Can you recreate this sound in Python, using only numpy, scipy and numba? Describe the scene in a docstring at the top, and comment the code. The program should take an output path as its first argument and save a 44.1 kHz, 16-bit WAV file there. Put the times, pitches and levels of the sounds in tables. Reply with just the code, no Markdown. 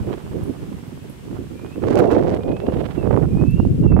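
"""Wind rumbles and flutters: gusts buffet the two ports of a hand-held microphone, the right one harder.
Large eddies make the rumble, small ones the flutter; air breaking away at the right port
crackles, sputters and slaps. A big cat pads faintly over dry leaves.
Far off, a bird repeats a rising and a falling whistle over a faint outdoor hiss."""
import sys
import numpy as np
from scipy import signal
from scipy.fft import rfft, irfft
from scipy.io import wavfile
from scipy.ndimage import uniform_filter1d
from numba import njit

SR = 44100
rng = np.random.default_rng(int(sys.argv[2]) if len(sys.argv) > 2 else 0)


def digitize_waveform(pressure):
    """Quantize a signal to 16-bit integers and store it at the path in sys.argv[1].

    Rows of a 2-D input are taken as channels; values are limited to [-1, 1].
    """
    field = np.atleast_2d(pressure).T
    bounded = np.clip(field, -1, 1)
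    quanta = np.round(bounded * 32767).astype(np.int16)
    wavfile.write(sys.argv[1], SR, quanta)


N = 176400
TIME = np.arange(N) / SR

# wind balance between the ports: time_s, left_minus_right_db
PORT_BALANCE = [(0, -10), (.75, -8), (1.8, -8.5), (2.7, -7.5), (3.2, -30), (3.35, -14.5), (3.6, -28),
                (3.7, 8), (3.81, 2), (3.87, -24)]
# spectrum of a pressure spike: freq_hz, gain_db
SPIKE_SPECTRUM = [(60, -1), (300, 8.5), (600, 5), (1000, 1.5), (2000, -7.5), (3500, -14.5), (5000, -15.5),
                  (8000, -16.5), (16000, -17)]
LUMP_RATE_HZ, LEVELLING_S, SPIKE_SPREAD_DB = 38, 0.034, 4.5


def from_db(db):
    """Decibels to gain."""
    return 10 ** (np.asarray(db) / 20)


def unit_rms(x):
    """Scale to unit rms."""
    return x / np.sqrt(np.mean(x ** 2) + 1e-20)


def curve(points):
    """Interpolate (time_s, value) points at every sample."""
    return np.interp(TIME, *np.transpose(points))


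def colour(x, spectrum):
    """Filter by (freq_hz, gain_db) points."""
    freq_hz, gain_db = np.transpose(spectrum)
    bins_hz = np.maximum(np.fft.rfftfreq(N, 1 / SR), 1)
    return irfft(rfft(x) * from_db(np.interp(np.log(bins_hz), np.log(freq_hz), gain_db)), N)


def drift(rate_hz):
    """Unit-rms random wander, mostly below rate_hz."""
    bins_hz = np.fft.rfftfreq(N, 1 / SR)
    return unit_rms(irfft(rfft(rng.standard_normal(N)) / (1 + (bins_hz / rate_hz) ** 2), N))


def running_rms(x, window_s):
    """Smoothed short-term level."""
    size = int(window_s * SR)
    power = uniform_filter1d(uniform_filter1d(x * x, size), size // 2)
    return np.sqrt(np.abs(power) + 1e-20)


def butter(corner_hz, kind):
    """Order-2 maximally flat filter sections."""
    return signal.butter(2, corner_hz, kind, fs=SR, output="sos")


@njit
def state_variable(x, step, damping):
    """Low-pass output of a two-pole state-variable filter."""
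    out, band, low = np.zeros(len(x)), 0., 0.
    for i in range(len(x)):
        g = step[i]
        v = (band + g * (x[i] - low)) / (1 + g * (g + damping))
        out[i] = low + g * v
        band, low = 2 * v - band, 2 * out[i] - low
    return out


def low_pass(x, corner_hz, damping=np.sqrt(2), stages=1):
    """Two poles a stage, at a steady or moving corner."""
    step = np.tan(np.pi * np.clip(corner_hz, 20, 19000) / SR) * np.ones(N)
    for _ in range(stages):
        x = state_variable(x, step, damping)
    return x


def port_gains(level_db, balance_db):
    """Left and right gains; the balance leaves their joint power unchanged."""
    pair = from_db(np.array([balance_db, -balance_db]) / 2)
    return 2 * from_db(level_db) * pair / np.sqrt((pair ** 2).sum(0))


def hiss(level_db=-47, balance_db=0.6):
    """Smooth far-off outdoor noise that dips under the strongest gusts."""
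    # freq_hz, gain_db
    spectrum = [(100, 21.5), (1000, 10.5), (2000, 8), (3000, 8), (4000, 2), (6800, -1), (8200, 1.2),
                (9400, -3), (11500, -2), (14000, -6.5), (16000, -9)]
    # time_s, gain_db
    dips = [(0, 0.5), (1.8, -1), (2.0, -1), (2.5, -4), (2.8, -1), (3.5, -1.5), (3.8, -2), (4, -9.5)]
    pan = from_db(np.array([[balance_db], [-balance_db]]) / 2)
    noise = unit_rms(colour(rng.standard_normal((2, N)), spectrum))
    return pan * from_db(level_db + curve(dips)) * noise


def bird(glide_share=0.88, waver=0.00323, flicker_db=3, echo_decay_s=0.13, echo_db=-5):
    """Pure whistles that glide, then hold their pitch, scattered by the trees."""
    # rising notes: start_s, length_s, start_hz, end_hz, level_db, swell (above 1: loudest late)
    rises = [(1.52, 0.23, 2350, 2544, -55.5, 1.1), (1.70, 0.062, 2520, 2720, -48.5, 1.8),
             (2.40, .33, 2420, 2820, -54, 0.99), (3.28, .35, 2438, 2796, -48, 1.9)]
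    # falling notes: same columns
    falls = [(2.06, 0.11, 2770, 2620, -53.5, 1), (2.96, 0.11, 2820, 2530, -51, 1),
             (3.83, 0.125, 2820, 2630, -49.5, 1.0)]
    song = np.zeros(N)
    wobble = 1 + waver * drift(38)
    for notes, bend in ((rises, 1.7), (falls, 0.8)):
        for start_s, length_s, start_hz, end_hz, level_db, swell in notes:
            progress = np.clip((TIME - start_s) / length_s, 0, 1)
            glide = np.minimum(progress / glide_share, 1) ** bend
            pitch_hz = (start_hz + (end_hz - start_hz) * glide) * wobble
            envelope = np.sin(np.pi * progress ** swell).clip(0) ** 0.39
            song += from_db(level_db) * envelope * np.sin(2 * np.pi * np.cumsum(pitch_hz) / SR)
    song *= from_db(flicker_db * drift(38))
    tails = rng.standard_normal((2, SR)) * np.exp(-TIME[:SR] / echo_decay_s)
    tails /= np.sqrt((tails ** 2).sum(1, keepdims=True))
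    return song + from_db(echo_db) * signal.fftconvolve(song[None], tails, axes=1)[:, :N]


def paw_steps(attack_s=0.001, grain_db=4, leaf_q=1 / 0.32):
    """Each paw crushes dry leaves in a brief, thin, grainy burst."""
    # start_s, level_db, decay_s, pitch_hz
    footfalls = [(.432, -54, 0.06, 10400), (.872, -54, .012, 14800), (1.096, -51.5, 0.028, 11100),
                 (3.506, -50, 0.0085, 11900)]
    grains = rng.standard_normal((2, N)) * from_db(grain_db * drift(300))
    out = np.zeros((2, N))
    for start_s, level_db, decay_s, pitch_hz in footfalls:
        age_s = np.maximum(TIME - start_s, 0)
        envelope = np.minimum(age_s / attack_s, 1) * np.exp(-age_s / decay_s)
        leaf = signal.iirpeak(pitch_hz, leaf_q, fs=SR)
        crunch = signal.lfilter(*leaf, signal.lfilter(*leaf, grains))
        out += from_db(level_db) * envelope * unit_rms(crunch)
    return out


def add_puffs(wind_db, gain_db=0, sigma_s=0.0047):
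    """Wind level in dB plus the separate puffs of the lull, each swelling and dying."""
    # centre_s, level_db
    puffs = [(.63, -31.5), (.68, -43), (0.724, -33), (0.753, -33), (.835, -62), (.885, -45), (0.929, -35),
             (0.974, -38), (1.052, -36), (1.1, -36.5)]
    power = from_db(wind_db) ** 2
    for centre_s, level_db in puffs:
        power += from_db(level_db + gain_db) ** 2 * np.exp(-0.5 * ((TIME - centre_s) / sigma_s) ** 2)
    return 10 * np.log10(power)


def rumble(gain_db=1.32, lump_db=5.5, deep_hz=62, balance_share=0.41):
    """Large eddies push on each port in separate lumps; only strong gusts reach the deepest bass."""
    # large-eddy strength: time_s, relative_db
    gusts = [(0.0, -26.5), (0.1, -32), (0.2, -40), (0.38, -30), (0.49, -30.5), (0.55, -42), (0.65, -35.5),
             (1.01, -42.5), (1.2, -45), (1.32, -34), (1.6, -42), (1.66, -39.5), (1.76, -43), (1.86, -27),
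             (2.06, -31.5), (2.25, -26), (2.44, -34.5), (2.49, -27.5), (2.62, -37), (2.76, -25.5),
             (2.94, -35), (2.99, -28), (3.11, -21.5), (3.69, -18.5), (3.77, -23.5), (3.85, -16),
             (3.98, -15)]
    # freq_hz, gain_db
    spectrum = [(12, -71), (28, -6.5), (60, 2.5), (115, 1.5), (175, -0.5), (260, -9), (400, -22.5),
                (800, -65), (2000, -101)]
    gust_db = curve(gusts)
    deep_gain = from_db(0.9 * (gust_db - gust_db.max()))
    ports = []
    for _ in range(2):
        lumps = rng.standard_normal(N) * from_db(lump_db * drift(LUMP_RATE_HZ))
        pressure = colour(lumps, spectrum)
        pressure += (deep_gain - 1) * signal.sosfiltfilt(butter(deep_hz, "low"), pressure)
        ports.append(pressure / running_rms(pressure, 2 * LEVELLING_S))
    level_db = add_puffs(gust_db, gain_db=-3.5) + gain_db
    return port_gains(level_db, balance_share * curve(PORT_BALANCE)) * np.array(ports)


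def flutter(gain_db=0.5, lump_db=4.5, low_edge_hz=248):
    """Small eddies make a steep-sided noise band, brightest in the middle gust, duller at the end."""
    # small-eddy strength: time_s, relative_db
    gusts = [(0.0, -33), (0.02, -49.5), (0.09, -24), (0.21, -44.5), (0.33, -39), (0.35, -25.5),
             (0.44, -39.5), (0.5, -24), (0.55, -46), (0.6, -39.5), (1.2, -50.5), (1.33, -31), (1.37, -42),
             (1.4, -29.5), (1.48, -49), (1.52, -33), (1.61, -46.5), (1.63, -32.5), (1.74, -47),
             (1.78, -23.5), (1.81, -45), (1.82, -24.5), (2.03, -14), (2.06, -19.5), (2.19, -16),
             (2.22, -22.5), (2.32, -21), (2.43, -32), (2.51, -19.5), (2.58, -37.5), (2.695, -19),
             (2.73, -31), (2.785, -22.5), (2.95, -45), (2.98, -21.5), (3.01, -33), (3.07, -20.5),
             (3.1, -27.5), (3.13, -18.5), (3.24, -23), (3.27, -32.5), (3.45, -20.5), (3.5, -41.5),
             (3.6, -26.5), (3.77, -31.5), (3.86, -17), (3.89, -36.5), (3.92, -17.5), (3.95, -29),
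             (3.98, -17.5)]
    # time_s, pitch_hz
    eddy_pitch = [(0, 453), (.5, 328), (1.8, 346), (2.0, 535), (2.7, 498), (3.15, 452), (3.35, 328)]
    pitch_hz = curve(eddy_pitch)
    ports = []
    for _ in range(2):
        lumps = rng.standard_normal(N) * from_db(lump_db * drift(LUMP_RATE_HZ))
        band = signal.sosfilt(butter(low_edge_hz, "high"), lumps)
        band = low_pass(band, pitch_hz, damping=1.08, stages=2)
        band = low_pass(band, 2 * pitch_hz)
        ports.append(band / running_rms(band, LEVELLING_S))
    level_db = add_puffs(curve(gusts)) + gain_db
    return port_gains(level_db, curve(PORT_BALANCE)) * np.array(ports)


def crackle(gain_db=5, clump_db=4, clump_rate_hz=57, wash_gain=0.062):
    """Air breaks away at the port in clumps of uneven pressure spikes; sharper ones are rarer."""
    # mid-band strength: time_s, relative_db
    strength = [(0.0, -42), (0.03, -58), (0.1, -45.5), (0.16, -52.5), (0.4, -52), (1.22, -62.5),
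                (1.36, -49), (1.44, -63), (1.65, -52.5), (1.79, -60), (1.85, -35.5), (1.92, -39.5),
                (1.99, -28.5), (2.09, -45.5), (2.11, -31.5), (2.19, -38.5), (2.24, -45.5), (2.3, -40.5),
                (2.42, -54), (2.65, -61), (2.69, -41.5), (2.73, -52), (2.96, -51), (3.07, -40), (3.09, -60),
                (3.11, -33), (3.24, -36), (3.27, -59), (3.41, -43), (3.55, -79), (3.6, -37), (3.62, -69),
                (3.8, -66), (3.86, -37.5), (3.89, -61), (3.92, -38), (3.95, -54), (3.97, -37.5)]
    # upper edge of the middling spikes: time_s, edge_hz
    edge = [(0, 3040), (1.2, 2360), (1.8, 3320), (1.88, 4700), (2.2, 3620), (2.32, 4630), (2.45, 2560),
            (3.2, 1930), (3.32, 1230)]
    clumps = from_db(clump_db * drift(clump_rate_hz))
    pressure = np.zeros(N)
    for sharpness in (1 / 1.7, 1, 1.7):
        spikes_per_s = 150 / sharpness ** 2
        sizes = from_db(SPIKE_SPREAD_DB * np.minimum(rng.exponential(1, N), 4))
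        signs = rng.choice([-1, 1], N)
        clicks = sizes * signs * (rng.random(N) < spikes_per_s / SR)
        wash = wash_gain * rng.standard_normal(N)
        spikes = colour((clicks + wash) * clumps, SPIKE_SPECTRUM)
        pressure += low_pass(spikes, curve(edge) * sharpness, stages=2)
    mid_band = signal.sosfiltfilt(butter([800, 1700], "band"), pressure)
    return from_db(curve(strength) + gain_db) * pressure / running_rms(mid_band, 2 * LEVELLING_S)


def sputters(spikes_per_s=500):
    """The flow tears off the port in short ragged runs of spikes that swell and die."""
    # timed at half amplitude: start_s, width_s, level_db
    runs = [(0.121, .022, -33), (1.344, .012, -45), (1.659, .009, -40.5), (2.327, 0.028, -35.5),
            (2.362, .012, -35), (2.43, .008, -34), (2.476, 0.02, -37.5), (2.514, 0.013, -36),
            (2.563, .009, -34), (2.6, .025, -37), (2.663, 0.0089, -32.5), (2.722, 0.029, -35.5),
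            (2.767, .009, -35), (2.79, 0.026, -33.5), (2.841, 0.0085, -35), (2.854, .012, -29.5),
            (2.903, 0.018, -34.5), (2.95, 0.015, -38)]
    # freq_hz, gain_db
    spectrum = [(100, -12), (700, 12.5), (1900, 1.5), (3300, -3), (4900, -15.5), (7000, -32)]
    clicks = np.zeros(N)
    for start_s, width_s, level_db in runs:
        count = int(2 * width_s * spikes_per_s) + 1
        progress = (np.arange(count) + rng.random(count)) / count
        times_s = start_s + width_s * (2 * progress - 0.5)
        sizes = from_db(SPIKE_SPREAD_DB * rng.standard_normal(count)) * rng.choice([-1, 1], count)
        run = unit_rms(sizes * np.sin(np.pi * progress) ** 2)
        clicks[(times_s * SR).astype(int)] += from_db(level_db) * run * np.sqrt(width_s * SR / count)
    filter_gain = np.linalg.norm(colour(signal.unit_impulse(N), spectrum))
    return colour(clicks, spectrum) / filter_gain


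def slaps(low_edge_ratio=0.17):
    """Air hits the port in single large spikes; the sharper, the shorter and thinner."""
    # time_s, peak_db, edge_hz
    hits = [(1.759, -26, 3500), (1.822, -26.5, 2800), (1.872, -27, 8000), (1.909, -20.5, 9800),
            (1.956, -14.5, 10700), (1.990, -14.5, 16200), (1.997, -18, 13000), (2.002, -20, 3960),
            (2.116, -21, 14000), (2.133, -23, 11000), (2.161, -30, 2500), (2.226, -17, 3000),
            (2.281, -24, 7000), (2.295, -19.5, 6000), (2.303, -25, 8950), (2.348, -24, 11000),
            (2.687, -13, 1500), (3.074, -12, 1520), (3.112, -10.5, 2110), (3.165, -13, 2470),
            (3.413, -14, 1060), (3.438, -14, 1430), (3.600, -8.5, 1200), (3.651, -9.5, 800),
            (3.966, -9, 1600)]
    spike = np.roll(colour(signal.unit_impulse(N), SPIKE_SPECTRUM), N // 2)
    out = np.zeros(N)
    for time_s, peak_db, edge_hz in hits:
        slap = low_pass(spike, edge_hz, stages=2)
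        slap = signal.sosfilt(butter(low_edge_ratio * edge_hz, "high"), slap)
        slap *= rng.choice([-1, 1]) * from_db(peak_db) / np.abs(slap).max()
        out += np.roll(slap, int(time_s * SR) - N // 2)
    return out


def scene():
    """Wind on both ports, spikes on the right one only, the quiet outdoors behind."""
    right_spikes = np.array([np.zeros(N), crackle() + slaps() + sputters()])
    return rumble() + flutter() + right_spikes + paw_steps() + bird() + hiss()


def record(dry):
    """Round the highest peaks and cut the top treble."""
    cutoff_hz = 15720
    rounded = dry / (1 + dry ** 6) ** (1 / 6)
    return signal.sosfilt(signal.ellip(12, 0.1, 80, cutoff_hz, fs=SR, output="sos"), rounded)


dry = scene()
out = record(dry)
digitize_waveform(out)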